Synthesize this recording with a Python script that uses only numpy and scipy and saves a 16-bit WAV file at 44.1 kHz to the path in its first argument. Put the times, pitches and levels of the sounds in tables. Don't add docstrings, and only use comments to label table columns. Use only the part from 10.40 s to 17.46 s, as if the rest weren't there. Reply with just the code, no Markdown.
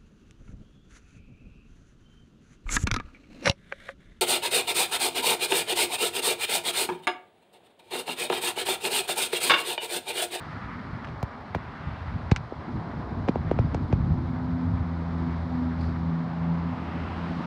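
import sys
import numpy as np
from scipy import signal
from scipy.fft import rfft, irfft, next_fast_len
from scipy.io import wavfile

SR = 44100
rng = np.random.default_rng(int(sys.argv[2]) if len(sys.argv) > 2 else 0)


def natural_amplitude(level_db):
    exponent = np.asarray(level_db, float) / 20
    return 10 ** exponent


def put_to_file(sound):
    columns = np.atleast_2d(sound).T
    safe = np.clip(columns, -1, 1)
    whole_steps = np.round(safe * 32767)
    wavfile.write(sys.argv[1], SR, whole_steps.astype(np.int16))


N = 311345

# t/s, roar level/dB, tyre level/dB, sizzle level/dB, hiss level/dB
TRAFFIC_LEVELS = [(0.0, -46.5, -43, -63, -58.5), (0.3, -47.5, -43, -66, -61.5),
                  (0.82, -45, -48, -80, -63.5), (1.11, -46.5, -47.5, -64, -64),
                  (1.55, -46, -45, -57.5, -62), (2.0, -44.5, -49, -69, -62.5), (2.75, -42, -48.5, -71, -63),
                  (3.2, -43.5, -47.5, -65.5, -62), (3.7, -44, -50, -72, -63), (4.5, -43, -48.5, -77, -62.5),
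                  (4.9, -43, -47, -77.5, -60.5), (5.61, -43.5, -47.5, -72, -62),
                  (6.2, -41, -47.5, -60.5, -61.5), (6.7, -41, -43.5, -52, -59),
                  (7.06, -41, -44.5, -57, -56)]
# f/Hz, density level/dB
ROAR_SPECTRUM = [(240, -28), (400, -2.5), (455, -4.5), (698, -0.5), (986, 0), (1300, -10), (1690, -22.5),
                 (2860, -120)]
TYRE_SPECTRUM = [(710, -14.5), (1200, 0), (2150, -9), (2700, -21), (3500, -25.5), (4500, -44.5)]
SIZZLE_SPECTRUM = [(1400, -29.5), (2000, -0.5), (2700, 4), (3500, -6), (4500, -31.5)]
HISS_SPECTRUM = [(1800, -19.5), (2700, -3.5), (3200, 0.5), (4000, 2.5), (5000, -2.5), (6300, -14),
                 (8000, -21.5), (10000, -25.5), (13000, -35), (15500, -34), (17000, -78.5)]

# t/s, rumble level/dB, flutter level/dB
WIND_LEVELS = [(0.0, -40, -44), (0.5, -39.5, -43), (1.02, -42.5, -46.5), (1.4, -38, -45.5),
               (1.8, -35.5, -43), (2.1, -42.5, -48), (2.35, -36.5, -37), (2.8, -36.5, -38.5),
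               (3.05, -27, -37.5), (3.2, -28.5, -34.5), (3.45, -27.5, -35.5), (3.66, -22.5, -32),
               (3.95, -32.5, -42.5), (4.33, -30, -39), (4.6, -36.5, -42), (5.5, -37.5, -38.5),
               (6.2, -38.5, -40.5), (7.06, -38.5, -36)]
# f/Hz, density level/dB
RUMBLE_SPECTRUM = [(15, -50), (25, -31), (43, -12), (81, -1), (97, -3.5), (170, -6.5), (220, -27.5),
                   (370, -120)]
FLUTTER_SPECTRUM = [(88, -34.5), (150, -5.5), (189, -1), (236, 4.5), (387, -11), (500, -22.5), (650, -39.5),
                    (1100, -120)]

# t/s, crack level/dB, body level/dB, body centre f/Hz, edge level/dB
KNOCKS = [(0.646, -29, -33, 900, -55), (.672, -35, -35, 900, -66), (0.687, -34, -35, 900, -65),
          (0.8284, -28.5, -20.5, 580, -34.5), (1.1472, -40, -21.5, 920, -61), (1.1484, -22, -16, 620, -49),
          (1.159, -34, -23.5, 296, -58), (1.9144, -17.5, -16.5, 354, -29.5),
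          (1.9168, -18.5, -17.5, 695, -31), (1.9622, -16, -26, 1020, -23.5), (1.9636, -18, -50, 990, -45),
          (2.1213, -53, -22.5, 370, -75), (2.8785, -38, -19.5, 345, -50), (2.8856, -20.5, -14.5, 570, -44),
          (2.8894, -28, -10.5, 235, -55), (2.9565, -35, -14.5, 434, -53), (3.1128, -28, -10.5, 405, -50),
          (3.1886, -25, -15, 486, -65), (3.3438, -42, -37, 500, -50), (3.346, -28, -17.5, 510, -34),
          (3.527, -25.5, -16.5, 463, -45)]
# centre f/Hz, width/octaves
KNOCK_BANDS = [(2000, 0.48), (5500, 0.34)]
# t/s, thump level/dB
THUMPS = [(0.8272, -18), (1.1479, -24.5), (1.16, -24), (1.914, -6), (2.8891, -38), (3.113, -24),
          (3.1877, -11.5), (3.347, -21), (3.5267, -9)]

# t/s, click level before the high-pass/dB
TICKS = [(0.83, -26), (1.012, -51), (1.149, -31), (1.2385, -51.5), (1.917, -46), (6.797, -59)]

# t/s, length/s, level/dB
SCUFFS = [(3.246, 0.083, -66), (5.446, 0.099, -54.5)]
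# f/Hz, density level/dB
SCUFF_SPECTRUM = [(1200, -32), (2300, 7), (3200, -10.5), (4600, 4), (6500, -18), (11000, -30), (16000, -41)]

# t/s, first partial level/dB, second partial level/dB, third partial level/dB
HUM_LEVELS = [(3.75, -39, -39.5, -44), (4.14, -44, -33, -31.5), (4.38, -31, -33, -35.5),
              (4.66, -34.5, -33.5, -42), (4.84, -31, -29.5, -33), (4.99, -35, -37, -46),
              (5.14, -36, -36.5, -29), (5.3, -32, -34.5, -32), (5.55, -32, -35.5, -37.5),
              (5.67, -32.5, -27, -39), (5.85, -52, -31.5, -36.5), (5.97, -44, -34, -47),
              (6.07, -37.5, -26, -36), (6.21, -36, -27, -50), (6.3, -39, -33.5, -31.5),
              (6.48, -44, -41.5, -48), (6.58, -34, -33.5, -39), (6.72, -36, -50, -53),
              (6.86, -41.5, -30.5, -47), (7.06, -59, -35, -43)]
# t/s, f/Hz
HUM_PITCH = [(3.75, 84.4), (4.3, 84.3), (4.9, 83.3), (5.5, 82.7), (5.8, 82.9), (6.1, 83.9), (7.06, 84.6)]

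BODY_OCTAVES = 0.7
THUMP_HZ, THUMP_OCTAVES = 101.8, 0.7
LAG_CYCLES, LAG_KNEE_HZ = 1.65, 45
CRACK_LAG_SHARE = 0.3
ECHO_GAIN, ECHO_LATEST_S = 0.33, 0.0016
RATTLE_DB, RATTLE_T60_S, RATTLE_TOP_HZ = -17.5, 0.041, 4850
RING_DB, RING_T60_S, RING_HZ = -15, 0.035, 2403
AFTER_SOUND_RISE_S = 0.0015
FOURTH_PARTIAL_DB, FOURTH_WAVERS_DB = -56, 5
BASS_CUT_HZ = 35
DUCK_ABOVE_DB, DUCK_SHARE, DUCK_RECOVERY_DB_S = -13, 0.3, 23


def rms_one(x):
    return x / np.sqrt(np.mean(x ** 2) + 1e-20)


def in_time(rows):
    s, *columns = np.transpose(rows)
    return [np.interp(np.arange(N) / SR, s, column) for column in columns]


def drift(rate):
    r = np.exp(-80 * np.pi * rate / SR)
    noise = rng.standard_normal(N // 40 + 2002)
    slow = signal.lfilter([1], [1, -2 * r, r * r], noise)[2000:]
    return np.interp(np.arange(N) / 40, np.arange(len(slow)), rms_one(slow))


def coloured(spectrum, lump_db, lump_rate):
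    size = next_fast_len(N)
    hz = np.arange(1, size // 2 + 2) * SR / size
    point_hz, point_db = np.transpose(spectrum)
    shape = natural_amplitude(np.interp(np.log(hz), np.log(point_hz), point_db, left=-90, right=-90))
    noise = irfft(rfft(rng.standard_normal(size)) * shape, size)[:N]
    return rms_one(noise * natural_amplitude(lump_db * drift(lump_rate)))


def traffic():
    roar_db, tyre_db, sizzle_db, hiss_db = in_time(TRAFFIC_LEVELS)
    roar = natural_amplitude(roar_db) * coloured(ROAR_SPECTRUM, lump_db=0.2, lump_rate=7.5)
    tyres = natural_amplitude(tyre_db) * coloured(TYRE_SPECTRUM, lump_db=1.1, lump_rate=20.0)
    sizzle = natural_amplitude(sizzle_db) * coloured(SIZZLE_SPECTRUM, lump_db=0.0, lump_rate=17.0)
    hiss = natural_amplitude(hiss_db) * coloured(HISS_SPECTRUM, lump_db=0.4, lump_rate=30.0)
    return roar + tyres + sizzle + hiss


def wind():
    rumble_db, flutter_db = in_time(WIND_LEVELS)
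    rumble = natural_amplitude(rumble_db) * coloured(RUMBLE_SPECTRUM, lump_db=3.0, lump_rate=9.0)
    flutter = natural_amplitude(flutter_db) * coloured(FLUTTER_SPECTRUM, lump_db=2.0, lump_rate=23.0)
    return rumble + flutter


def knocks():
    size, lead = 8192, 256
    hz = np.arange(1, size // 2 + 2) * SR / size
    t = np.arange(size - lead) / SR
    out = np.zeros(N + size)
    lag = LAG_CYCLES * np.log(1 + hz / LAG_KNEE_HZ)
    start = hz * lead / SR
    sweep = np.exp(-2j * np.pi * (lag + start))
    direct = np.exp(-2j * np.pi * (CRACK_LAG_SHARE * lag + start))
    rise = 1 - np.exp(-t / AFTER_SOUND_RISE_S)
    buzz = signal.butter(3, [RATTLE_TOP_HZ / 4, RATTLE_TOP_HZ], "band", fs=SR, output="sos")
    crack_band, edge_band = KNOCK_BANDS

    def part(centre_hz, octaves, travel):
        band = np.exp(-0.5 * (np.log2(hz / centre_hz) / octaves) ** 2)
        wave = irfft(band * travel, size)
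        return wave / np.abs(wave).max()

    for s, crack_db, body_db, body_hz, edge_db in KNOCKS:
        delays = rng.uniform(0.0001, ECHO_LATEST_S, 3)
        echoes = sum(ECHO_GAIN * np.exp(-2j * np.pi * hz * delay) for delay in delays)
        colour = 1 + echoes * hz / (hz + 2500)
        blow = natural_amplitude(crack_db) * part(*crack_band, direct * colour)
        blow += natural_amplitude(edge_db) * part(*edge_band, direct * colour)
        blow += natural_amplitude(body_db) * part(body_hz, BODY_OCTAVES, sweep * colour)
        rattle = rms_one(signal.sosfilt(buzz, rng.standard_normal(size - lead)))
        blow[lead:] += rise * natural_amplitude(crack_db + RATTLE_DB - 60 * t / RATTLE_T60_S) * rattle
        ring = np.sin(2 * np.pi * RING_HZ * (1 + 0.032 * rng.standard_normal()) * t)
        blow[lead:] += rise * natural_amplitude(crack_db + RING_DB - 60 * t / RING_T60_S) * ring
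        at = round(s * SR) - lead
        out[at:at + size] += blow
    for s, thump_db in THUMPS:
        at = round(s * SR) - lead
        out[at:at + size] += natural_amplitude(thump_db) * part(THUMP_HZ, THUMP_OCTAVES, sweep)
    return out[:N]


def ticks():
    clicks = np.zeros(N)
    for s, db in TICKS:
        clicks[round(s * SR)] = natural_amplitude(db)
    top_treble = signal.butter(3, 7900, "high", fs=SR, output="sos")
    return signal.sosfilt(top_treble, clicks + 1e-18)


def scuffs():
    t = np.arange(N) / SR
    swell = sum(natural_amplitude(db) * np.exp(-0.5 * ((t - s) / (length / 2)) ** 2) for s, length, db in SCUFFS)
    return swell * coloured(SCUFF_SPECTRUM, lump_db=3.5, lump_rate=180.0)


def hum():
    pitch_hz = in_time(HUM_PITCH)[0] * (1 + 0.0018 * drift(8.1))
    turns = np.cumsum(pitch_hz) / SR
    fade_in = np.clip((np.arange(N) / SR - HUM_LEVELS[0][0]) / 0.19 + 1, 0, 1)
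    levels_db = in_time(HUM_LEVELS) + [FOURTH_PARTIAL_DB + FOURTH_WAVERS_DB * drift(3.0)]
    tones = np.zeros(N)
    for number, level_db in enumerate(levels_db, 1):
        tone = np.sin(2 * np.pi * (number * turns + rng.random()))
        tones += natural_amplitude(level_db + 1.3 * drift(15.0)) * tone
    return np.sqrt(2) * fade_in * tones


def scene():
    n = np.arange(N)
    ease = np.clip(np.minimum(n, N - 1 - n) / (0.004 * SR), 0, 1)
    mix = traffic() + wind() + knocks() + ticks() + scuffs() + hum()
    return (ease * mix)[None]


def low_pass(x):
    return signal.sosfilt(signal.butter(12, 15700, fs=SR, output="sos"), x)


def record(dry):
    dry = signal.sosfilt(signal.butter(2, BASS_CUT_HZ, "high", fs=SR, output="sos"), dry)
    level_db = 20 * np.log10(np.abs(dry[0]) + 1e-9)
    recovery_db = DUCK_RECOVERY_DB_S * np.arange(N) / SR
    held_db = np.maximum.accumulate(level_db + recovery_db) - recovery_db
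    duck_db = -DUCK_SHARE * np.maximum(held_db - DUCK_ABOVE_DB, 0)
    r = np.exp(-1 / (0.014 * SR))
    gain_db = signal.lfilter([1 - r], [1, -r], duck_db)
    return low_pass(dry * natural_amplitude(gain_db))


dry = scene()
out = record(dry)
put_to_file(out)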